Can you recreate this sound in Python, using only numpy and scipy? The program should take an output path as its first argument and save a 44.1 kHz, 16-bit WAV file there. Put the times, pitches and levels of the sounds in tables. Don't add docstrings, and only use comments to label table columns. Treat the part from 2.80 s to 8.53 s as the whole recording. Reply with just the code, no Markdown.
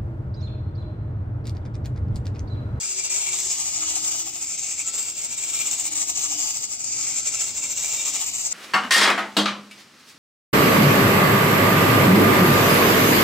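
import sys
import numpy as np
from scipy import signal
from scipy.fft import rfft, irfft
from scipy.io import wavfile
from scipy.ndimage import uniform_filter1d

SR = 44100
rng = np.random.default_rng(int(sys.argv[2]) if len(sys.argv) > 2 else 0)


def generate_wav(sig):
    pcm = np.round(np.clip(np.atleast_2d(sig).T, -1, 1) * 32767).astype(np.int16)
    wavfile.write(sys.argv[1], SR, pcm)


N = 252693

# f/Hz, width/Hz, boost/dB
TIN_RINGS = [(583, 16.3, 8), (705, 61, 6.5), (791, 24, 3.5), (862, 123, 6.5), (959.5, 8.6, 10.5),
             (1177, 147, 6.5), (1335, 61, 10.5), (1537, 18, 9), (1945, 24, 5.5), (2010, 110, 0),
             (2176, 50, 7), (2375, 27, 9.5), (2454, 270, 3), (2684, 61, 5.5), (2770, 104, 3), (2935, 53, 2),
             (3047, 67, -5.5), (3293, 40, 3), (3630, 19, 4.5), (4720, 180, 4), (5240, 75, 5.5),
             (6400, 270, 4), (6900, 170, 3.5), (7450, 360, 5), (7930, 176, 4.5), (8990, 330, 5),
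             (9440, 460, 8.5)]
# f/Hz, phase/rad
RIGHT_LAG = [(1500, .01), (3000, -0.052), (5000, -0.57), (6500, -0.56), (7500, -0.72), (10000, 0.47),
             (15000, 1.2)]


def amp(db):
    return 10 ** (np.asarray(db) / 20)


def unit_rms(x):
    return x / np.sqrt(np.mean(x ** 2) + 1e-20)


def at_pitch(table, hz, column=1):
    columns = np.transpose(table)
    return np.interp(np.log(hz + 1), np.log(columns[0] + 1), columns[column])


def at_time(table, t):
    times, *columns = np.transpose(table)
    return [np.interp(t, times, column) for column in columns]


def bumps(centres, lengths, t):
    centres, lengths = np.reshape([centres, lengths], (2, -1, 1))
    return np.exp(-4 * np.log(2) * ((t - centres) / np.maximum(lengths, 0.004)) ** 2)


def smooth(x, size):
    return uniform_filter1d(uniform_filter1d(x, size), size)


def fuzzy_tone(hz, width_hz):
    spin = np.exp(2j * np.pi * np.cumsum(hz * np.ones(N)) / SR)
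    decay = np.exp(-np.pi * width_hz / SR)
    slow_noise = signal.lfilter([1 - decay], [1, -decay], rng.standard_normal(N) / spin)
    return unit_rms((spin * slow_noise).real)


def stereo(a, b, hz, delay_s=0, pan_db=0):
    # f/Hz, likeness/0-1
    likeness = [(60, 0.8), (250, 0.82), (700, 0.62), (1300, 0.6), (2500, 0.35), (4500, .4), (7300, 0.5),
                (9000, 0.4), (13000, 0.26)]
    # f/Hz, left minus right/dB
    balance = [(60, 6), (92, 7), (140, 2), (210, 6), (330, 1.5), (500, 4.5), (770, 4.5), (1170, 2),
               (1790, -0.5), (2740, 2.0), (4190, 5), (6410, 2), (9000, 4), (15000, 1)]
    alike = np.clip(at_pitch(likeness, hz), 0, 1)
    lean = amp((at_pitch(balance, hz) + pan_db) / 2)
    lag = np.exp(-1j * (2 * np.pi * hz * delay_s + at_pitch(RIGHT_LAG, hz)))
    right = alike * a + np.sqrt(1 - alike ** 2) * b
    return np.array([a * lean, right * lag / lean])


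def tooth_pressure():
    # t/s, mean pressure/dB, swell/dB
    wheel = [(-.037, -29.5, -2), (0.191, -30, 5), (.37, -23, 0), (0.537, -25, 2.5), (.715, -26.5, 2.5),
             (0.961, -28, 1.5), (1.168, -25.5, 3), (1.404, -28.5, 1.5), (1.629, -32.5, 3.5),
             (1.834, -29, .3), (2.082, -31, 6), (2.282, -29, 1.6), (2.527, -27, 2), (2.69, -25, 2),
             (2.868, -26, 3.5), (3.062, -27.5, 4), (3.295, -26.5, 5.5), (3.522, -26, 0.6), (3.76, -30, 3),
             (4.008, -33.5, 3), (4.2, -27, -1), (4.475, -27.5, 5.5), (4.684, -26.5, 1), (4.921, -28.5, 3.5),
             (5.117, -26, -1), (5.355, -25, 3.5), (5.543, -24.5, 0.1), (5.723, -30.5, 6.5)]
    # t/s, rise/dB, length/ms
    catches = [(1.282, 7.5, 19.3), (1.357, 3, 8), (1.726, 2.5, 35), (1.797, 2, 19), (2.185, 8.5, 33),
               (2.913, 5, 8.7), (3.178, 8, 25), (3.412, 5.5, 42), (3.637, 6, 21), (3.707, 7, 12),
               (4.041, 7.5, 13), (4.545, 3.5, 8.4), (4.61, 2.5, 36), (4.975, 3, 12), (5.045, 4, 48),
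               (5.642, 4, 8.6)]
    # t/s, fall/dB, length/ms
    lulls = [(0.289, 19, 10), (1.212, 2, 76), (1.442, 6.5, 21), (1.512, 5, 72), (1.766, 12, 13),
             (2.345, 7, 48), (2.48, 5, 16), (2.56, 6, 20), (3.098, 17, 11), (3.143, 15, 10),
             (3.337, 4.5, 17), (3.557, 5, 43), (3.871, 8, 19), (3.98, 7, 20), (4.734, 8.5, 46),
             (4.95, 2, 23), (5.173, 0.5, 18), (5.24, 3.5, 14), (5.517, 9, 33)]
    t = np.arange(0, N, 20) / SR
    mean_db, swell_db = at_time(wheel, t)
    turns = np.interp(t, np.transpose(wheel)[0], 3 * np.arange(len(wheel)))
    db = mean_db + swell_db * np.cos(2 * np.pi * turns)
    for rows, sign in (catches, 1), (lulls, -1):
        when, change_db, ms = np.transpose(rows)
        db += sign * change_db @ bumps(when, ms / 1000, t)
    return amp(np.interp(np.arange(N) / SR, t, db))


def gear_ticks(pressure, ticks_per_s=5000, spots=24, fade_s=0.025):
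    sizes = amp(2.2 * np.minimum(rng.exponential(1, N), 3))
    ticks = unit_rms(sizes * (rng.random(N) < ticks_per_s / SR)) * pressure
    spot, t = rng.integers(0, spots, N), np.arange(1500) / SR
    echoes = rng.standard_normal((2, spots, len(t))) * amp(-60 * t / fade_s)
    echoes /= np.linalg.norm(echoes, axis=2, keepdims=True)
    return sum(signal.oaconvolve((ticks * (spot == k))[None], echoes[:, k])[:, :N] for k in range(spots))


def bearing_rub(pressure):
    return rng.standard_normal((2, N)) * uniform_filter1d(pressure, size=9000)


def tin_response(shifts, grain, detune=0.002, vary_db=1.2):
    # f/Hz, level/dB
    heard_tone = [(240, -60), (400, -23), (527, -27.5), (717, -23), (1040, -25), (1670, -26.5), (2000, -20),
                  (2150, -15.5), (3050, -16), (4400, -17), (7290, -0.5), (8240, -7), (9600, -30.5),
                  (10700, -55), (12700, -17), (15700, -18.5)]
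    hz = np.fft.rfftfreq(8192, 1 / SR)
    db = at_pitch(heard_tone, hz)
    for (ring_hz, width_hz, boost_db), (pitch_shift, level_shift) in zip(TIN_RINGS, shifts):
        off_hz = hz - ring_hz * (1 + detune * pitch_shift)
        db += (boost_db + vary_db * level_shift) / (1 + (2 * off_hz / width_hz) ** 2)
    db += 3.6 * np.clip(unit_rms(smooth(grain, 4)) - 0.5, 0, 2) * (hz > 2900)
    log_gain = np.log(amp(np.maximum(db, -100)))
    mirrored = np.concatenate([log_gain, log_gain[-2:0:-1]])
    response = np.fft.ifft(np.exp(np.conj(signal.hilbert(mirrored)))).real[:len(hz)]
    return response / np.linalg.norm(response)


def flexing_tin(drive, shapes=6, step_s=0.13):
    shifts = rng.standard_normal((shapes, len(TIN_RINGS), 2))
    shifts -= shifts.mean(axis=0)
    grain = rng.standard_normal((shapes, 4097))
    steps = np.arange(0, N / SR + 1, step_s)
    shape = rng.integers(0, shapes, size=200)[:len(steps)]
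    ringing = np.zeros_like(drive)
    for k in range(shapes):
        share = np.sqrt(np.interp(np.arange(N) / SR, steps, shape == k))
        response = tin_response(shifts[k], grain[k])
        ringing += signal.oaconvolve(drive * share, response[None, None])[..., :N]
    return ringing


def shifting_tone(hz, t, angle, pressure, flicker_db=1.1, patch_db=1.2):
    # f/Hz, in front/dB, on the right/dB
    facing = [(615, -0.5, -2), (700, -0.5, 3.5), (860, -1, 2), (940, 0.5, -0.5), (1310, 0.5, 3),
              (1300, -3.5, -2.5), (1590, -0.5, -2.5), (1750, 1, -0.5), (2330, -1.5, 1.5), (2210, 3.5, -5.5),
              (2506, -4.5, 5.5), (2836, 2.5, -4.5), (2860, 0.2, 9), (3060, 2, -1), (4050, 1, 0.5),
              (4520, -1.5, -0.5), (5860, -1.2, -2.5), (6400, -2, -1), (6850, -0.3, -1), (7500, -1.5, -1),
              (8300, 0, 0.35), (12000, 0.5, 4.5), (15000, 0.6, 2.5)]
    # t/s, rasp of the post wall/dB, top fizz/dB, lower edge of the whirr/dB, base/dB, left minus right/dB
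    bands = [(0, 4, -3, 1, 0.5, -1.5), (.45, 4, -5.5, -1, -0.5, 0), (.7, -2.5, -8.5, 4, -1, 0),
             (1.05, -4, -9, 4, 2, 0.5), (1.4, -6.5, -3.5, 3.5, 1.5, 0.5), (1.75, 0.5, -6.5, -0.5, -2.5, -1),
             (2.2, 2, -1.5, -5.5, 1, -1), (2.75, 3, -2, -1, 0.5, -0.5), (3.2, -3.5, -7, 2.5, 1.5, 1),
             (3.5, -2.5, -6.5, 6, 1.5, 2), (3.8, -6.5, -3, 2.5, 1.5, 1), (4.1, -4.5, -8, 3.5, -1, 0),
             (4.45, 0.5, -5.5, -2.5, -1, -1), (4.8, 0, -0.5, -1.5, 1.5, -2), (5.15, 5, -2, -0.5, 2, -1),
             (5.73, -7, -8, 0.5, -1, 1)]
    # t/s, middle/dB, sheen/dB, upper edge/dB
    whirr = [(0, -2, 3.5, 4), (.45, -2, -1.5, 1), (.9, -2, 3.5, 1.5), (1.4, 3, -0.5, -1),
             (1.9, -0.5, -2, 1), (2.3, -1, -1, 0.5), (2.75, 0, -1.5, 3), (3.2, -3.5, 0, 2),
             (3.6, 3.5, 5, -2), (3.9, -1, 3, 1), (4.3, -0.5, -2, -2), (4.7, -2, -4, 0), (5.15, 0, -1.5, -2),
             (5.73, -4, 0, -1)]
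    # t/s, rise/dB, length/s
    scrapes = [(0.49, 5.5, 0.066), (2.014, 7, 0.04), (2.645, 8, 0.027), (2.808, 10, 0.031),
               (4.595, 6, 0.029), (4.84, 5.5, 0.072)]
    db = at_pitch(facing, hz) * np.cos(angle) + at_pitch(facing, hz, column=2) * np.sin(angle)
    rasp_db, fizz_db, edge_db, base_db, pan_db = at_time(bands, t)
    flicker = uniform_filter1d(rng.standard_normal((len(t), 2)), size=8, axis=0).T
    rasp_db, fizz_db = np.array([rasp_db, fizz_db]) + flicker_db * unit_rms(flicker)
    when, rise_db, length = np.transpose(scrapes)
    rasp_db += rise_db @ bumps(when, length, t)
    db += np.exp(-((hz - 2450) / 300) ** 4) * rasp_db + (hz > 10700) * fizz_db
    push_db = 20 * np.log10(np.interp(t * SR, np.arange(N), unit_rms(pressure)))
    db += (hz < 1700) * (0.07 * push_db + base_db)
    whirr_db = [edge_db, *at_time(whirr, t)]
    for band_db, centre_hz, width_hz in zip(whirr_db, (6000, 3250, 4800, 8000), (1100, 450, 350, 500)):
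        db += np.exp(-((hz - centre_hz) / width_hz) ** 2) * band_db
    patches = uniform_filter1d(rng.standard_normal(db.shape), size=3, axis=0)
    patches = uniform_filter1d(patches, size=24, axis=1)
    return db + patch_db * unit_rms(patches), pan_db


def circling_bird(gain_db=-1.5):
    # t/s, angle/turns
    arm = [(0, -0.3), (.55, 0), (2.92, 1.0), (5.38, 2.0), (5.73, 2.5)]
    # f/Hz, level/dB
    rub_tone = [(500, -5), (900, -8), (1300, -8.5), (2400, -8), (3700, -1.5), (5000, -1), (7300, -16),
                (13000, -19)]
    # f/Hz, left minus right/dB
    sway = [(2000, -1.3), (6000, -1.4), (8000, 0), (15000, -0.5)]
    pressure = tooth_pressure()
    hits = gear_ticks(pressure) + hard_snaps() + wing_knocks()
    ringing = flexing_tin(np.array([hits, bearing_rub(pressure)]))
    hz, t, (rattle, rub) = signal.stft(ringing, SR, nperseg=1024, noverlap=768)
    hz, angle = hz[:, None], 2 * np.pi * at_time(arm, t)[0]
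    tone_db, pan_db = shifting_tone(hz, t, angle, pressure)
    spectra = (rattle + rub * amp(at_pitch(rub_tone, hz))) * amp(gain_db + tone_db)
    reach = 0.53
    aside = angle - 0.31
    direction = np.arctan2(reach * np.sin(aside), 1 - reach * np.cos(aside))
    delay_ms = 0.011 + 0.14 * np.sin(direction) + 0.012 * t
    pair = stereo(*spectra, hz, delay_ms / 1000, at_pitch(sway, hz) * np.sin(angle) + pan_db)
    return signal.istft(pair, SR, nperseg=1024, noverlap=768)[1][:, :N]


def table_drone(rest_db=-66.5, flutter_db=1.8):
    # t/s, f/Hz
    pitch = [(0, 380), (.17, 380), (.32, 369), (.52, 366), (.76, 377.7), (.9, 313), (1.15, 314),
             (1.35, 328), (1.5, 332.5), (2.2, 320.6), (3.1, 300), (3.55, 298), (4.35, 292), (5.73, 277.4)]
    # t/s, level/dB, length/s
    swells = [(0.155, -54, 0.11), (0.347, -49.5, 0.063), (0.524, -52, 0.083), (.68, -55.5, 0.1),
              (1.063, -51.5, 0.11), (1.308, -55.5, 0.61), (2.786, -60, 0.26), (3.14, -50, 0.13),
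              (3.344, -55, 0.2), (3.554, -50, 0.14), (4.2, -57.5, 0.13), (4.36, -57, 0.1),
              (4.837, -56, 0.1), (5.38, -56.5, 0.19)]
    t = np.arange(N) / SR
    hz = at_time(pitch, t)[0]
    when, db, length = np.transpose(swells)
    level = amp(rest_db) + amp(db) @ bumps(when, length, t)
    level *= amp(flutter_db * unit_rms(smooth(rng.standard_normal(N), 1500)) - 1)
    tone = 1.04 * np.sin(2 * np.pi * np.cumsum(hz) / SR) + 0.45 * fuzzy_tone(hz, width_hz=23)
    octave = amp(rest_db - 31.5 + 6 * t) * fuzzy_tone(2 * hz, width_hz=2.1)
    return level * unit_rms(tone) + octave


def room_hum():
    # f/Hz, width/Hz, level/dB
    hums = [(96, 8, -80), (130, 9.5, -65.5), (251.8, 5.5, -70.5)]
    steady = sum(amp(db) * fuzzy_tone(hz, width_hz) for hz, width_hz, db in hums)
    swell = 1 + 2.3 * bumps(1.05, 0.69, np.arange(N) / SR)[0]
    return steady + amp(-68.5) * swell * fuzzy_tone(70, width_hz=8.1)


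def room_murmur():
    # f/Hz, level/dB
    tone = [(18, -57), (30, -26), (62, -2.5), (123, 1.5), (150, 3), (195, -6.5), (247, 0.5), (293, 0),
            (471, -7), (524, -18), (630, -11), (700, -10), (910, -20), (1540, -120)]
    # t/s, level/dB
    loudness = [(0, -57.5), (.6, -54.5), (1.05, -54.5), (1.5, -55.5), (2.5, -56), (3.2, -54), (3.8, -56),
                (4.5, -54), (5.1, -53.5), (5.73, -56.5)]
    hz = np.fft.rfftfreq(N, 1 / SR)
    noise = stereo(*rfft(rng.standard_normal((2, N))), hz)
    murmur = irfft(noise * amp(at_pitch(tone, hz)), N)
    return amp(at_time(loudness, np.arange(N) / SR)[0]) * unit_rms(murmur)


def hard_snaps(gain_db=-8, ring_hz=7100, fade_s=0.0045):
    # t/s, strength/dB
    snaps = [(.1112, -19), (.239, -19), (.3094, -18), (.4096, -15), (.4754, -15), (.5351, -13),
             (.7192, -15), (1.0251, -18), (1.2656, -16), (1.4099, -17), (1.6713, -17), (1.6791, -19),
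             (1.7209, -16), (1.7943, -15), (1.9931, -16), (2.0763, -12), (2.0831, -15), (2.1407, -15),
             (2.3877, -18), (2.6396, -15), (2.8677, -14), (2.912, -14), (3.2271, -14), (3.2858, -13),
             (3.3763, -13), (3.4308, -13), (3.4429, -12), (3.6034, -14), (3.7708, -16), (4.2731, -16),
             (4.4726, -12), (4.5475, -12), (4.621, -12), (4.6421, -13), (4.9123, -15), (4.9643, -14),
             (5.0597, -12), (5.1257, -13), (5.1468, -14), (5.217, -14), (5.2783, -12), (5.5426, -17),
             (5.6521, -15)]
    when, db = np.transpose(snaps)
    clicks = np.bincount(np.round(when * SR).astype(int), amp(db), N)[:N]
    t = np.arange(600) / SR
    ping = amp(gain_db - 60 * t / fade_s) * np.sin(2 * np.pi * ring_hz * t)
    return signal.oaconvolve(clicks, ping)[:N]


def singing_post(wobble_hz=17, wobbles_per_s=11):
    # t/s, level/dB, length/s, f/Hz
    notes = [(0.25, -50, 0.067, 2330), (0.313, -43, 0.036, 2394), (0.363, -47, 0.027, 2370),
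             (0.483, -40, 0.033, 2340), (.52, -46, 0.036, 2340), (0.53, -57, 0.027, 1343),
             (1.027, -52, .035, 1370), (1.704, -55, .17, 2330), (2.086, -51.5, .06, 1330),
             (2.2, -56, .2, 2340), (2.59, -46, 0.025, 3705), (2.7, -49, .08, 2337),
             (2.75, -49, 0.033, 1339), (2.775, -49, 0.071, 3750), (2.794, -46, .06, 2363),
             (3.7, -46, 0.33, 4850), (4.15, -53, 0.27, 4930), (4.19, -51, .23, 2307),
             (4.595, -44, .05, 2660), (4.624, -52, .06, 2350), (4.84, -44.5, .04, 2352),
             (5.05, -43, 0.034, 2350), (5.12, -48, 0.084, 2335), (5.195, -39.5, .05, 3705),
             (5.2, -41, .045, 2340), (5.209, -45, 0.041, 2740), (5.282, -45, 0.033, 2350),
             (5.397, -47, .08, 2935)]
    t, out = np.arange(N) / SR, np.zeros((2, N))
    for when, db, length, hz in notes:
        tone_start, wobble_start = rng.random(2)
        span = slice(max(round((when - 2 * length) * SR), 0), round((when + 2 * length) * SR))
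        wobble = wobble_hz * np.sin(2 * np.pi * (wobbles_per_s * t[span] + wobble_start))
        phase = 2 * np.pi * (hz * t[span] + np.cumsum(wobble) / SR + tone_start)
        tone = np.sqrt(2) * np.sin([phase, phase - at_pitch(RIGHT_LAG, hz)])
        out[:, span] += amp(db) * bumps(when, length, t[span]) * tone
    return out * amp([[1.5], [-1.5]])


def wing_knocks(rise_s=0.007, fade_s=0.098):
    # t/s, strength/dB, f/Hz
    knocks = [(0.532, -34, 920), (0.803, -43, 910), (1.023, -31, 1280), (1.16, -33, 752), (1.26, -45, 760),
              (1.34, -40, 678), (1.464, -37, 690), (1.55, -39.5, 700), (3.285, -33, 715),
              (3.288, -43.5, 828), (3.364, -40, 757), (3.436, -32, 1180), (3.45, -38, 760),
              (3.515, -41, 824), (3.65, -40, 860), (5.266, -35.5, 947), (5.414, -34, 900)]
    t, out = np.arange(3000) / SR, np.zeros((2, N))
    for when, db, hz in knocks:
        band = signal.butter(2, [hz * 0.82, hz * 1.58], "bandpass", fs=SR, output="sos")
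        noise = signal.sosfilt(band, rng.standard_normal((2, len(t))))
        thud = 0.6 * np.sin(2 * np.pi * hz * t) + 0.82 * unit_rms(noise)
        level = amp(db + 9 - 60 * t / fade_s) * (1 - np.exp(-t / rise_s))
        start = round(when * SR)
        out[:, start:start + len(t)] += level * thud
    return out


def scene():
    bird = circling_bird()
    low_tones = (table_drone() + room_hum()) * amp([[1.3], [-1.3]])
    return bird + low_tones + room_murmur() + singing_post()


def record(dry):
    low_pass = signal.firwin(511, cutoff=15720, window=("kaiser", 9), fs=SR)
    return signal.oaconvolve(dry, low_pass[None], "same")


dry = scene()
out = record(dry)
generate_wav(out)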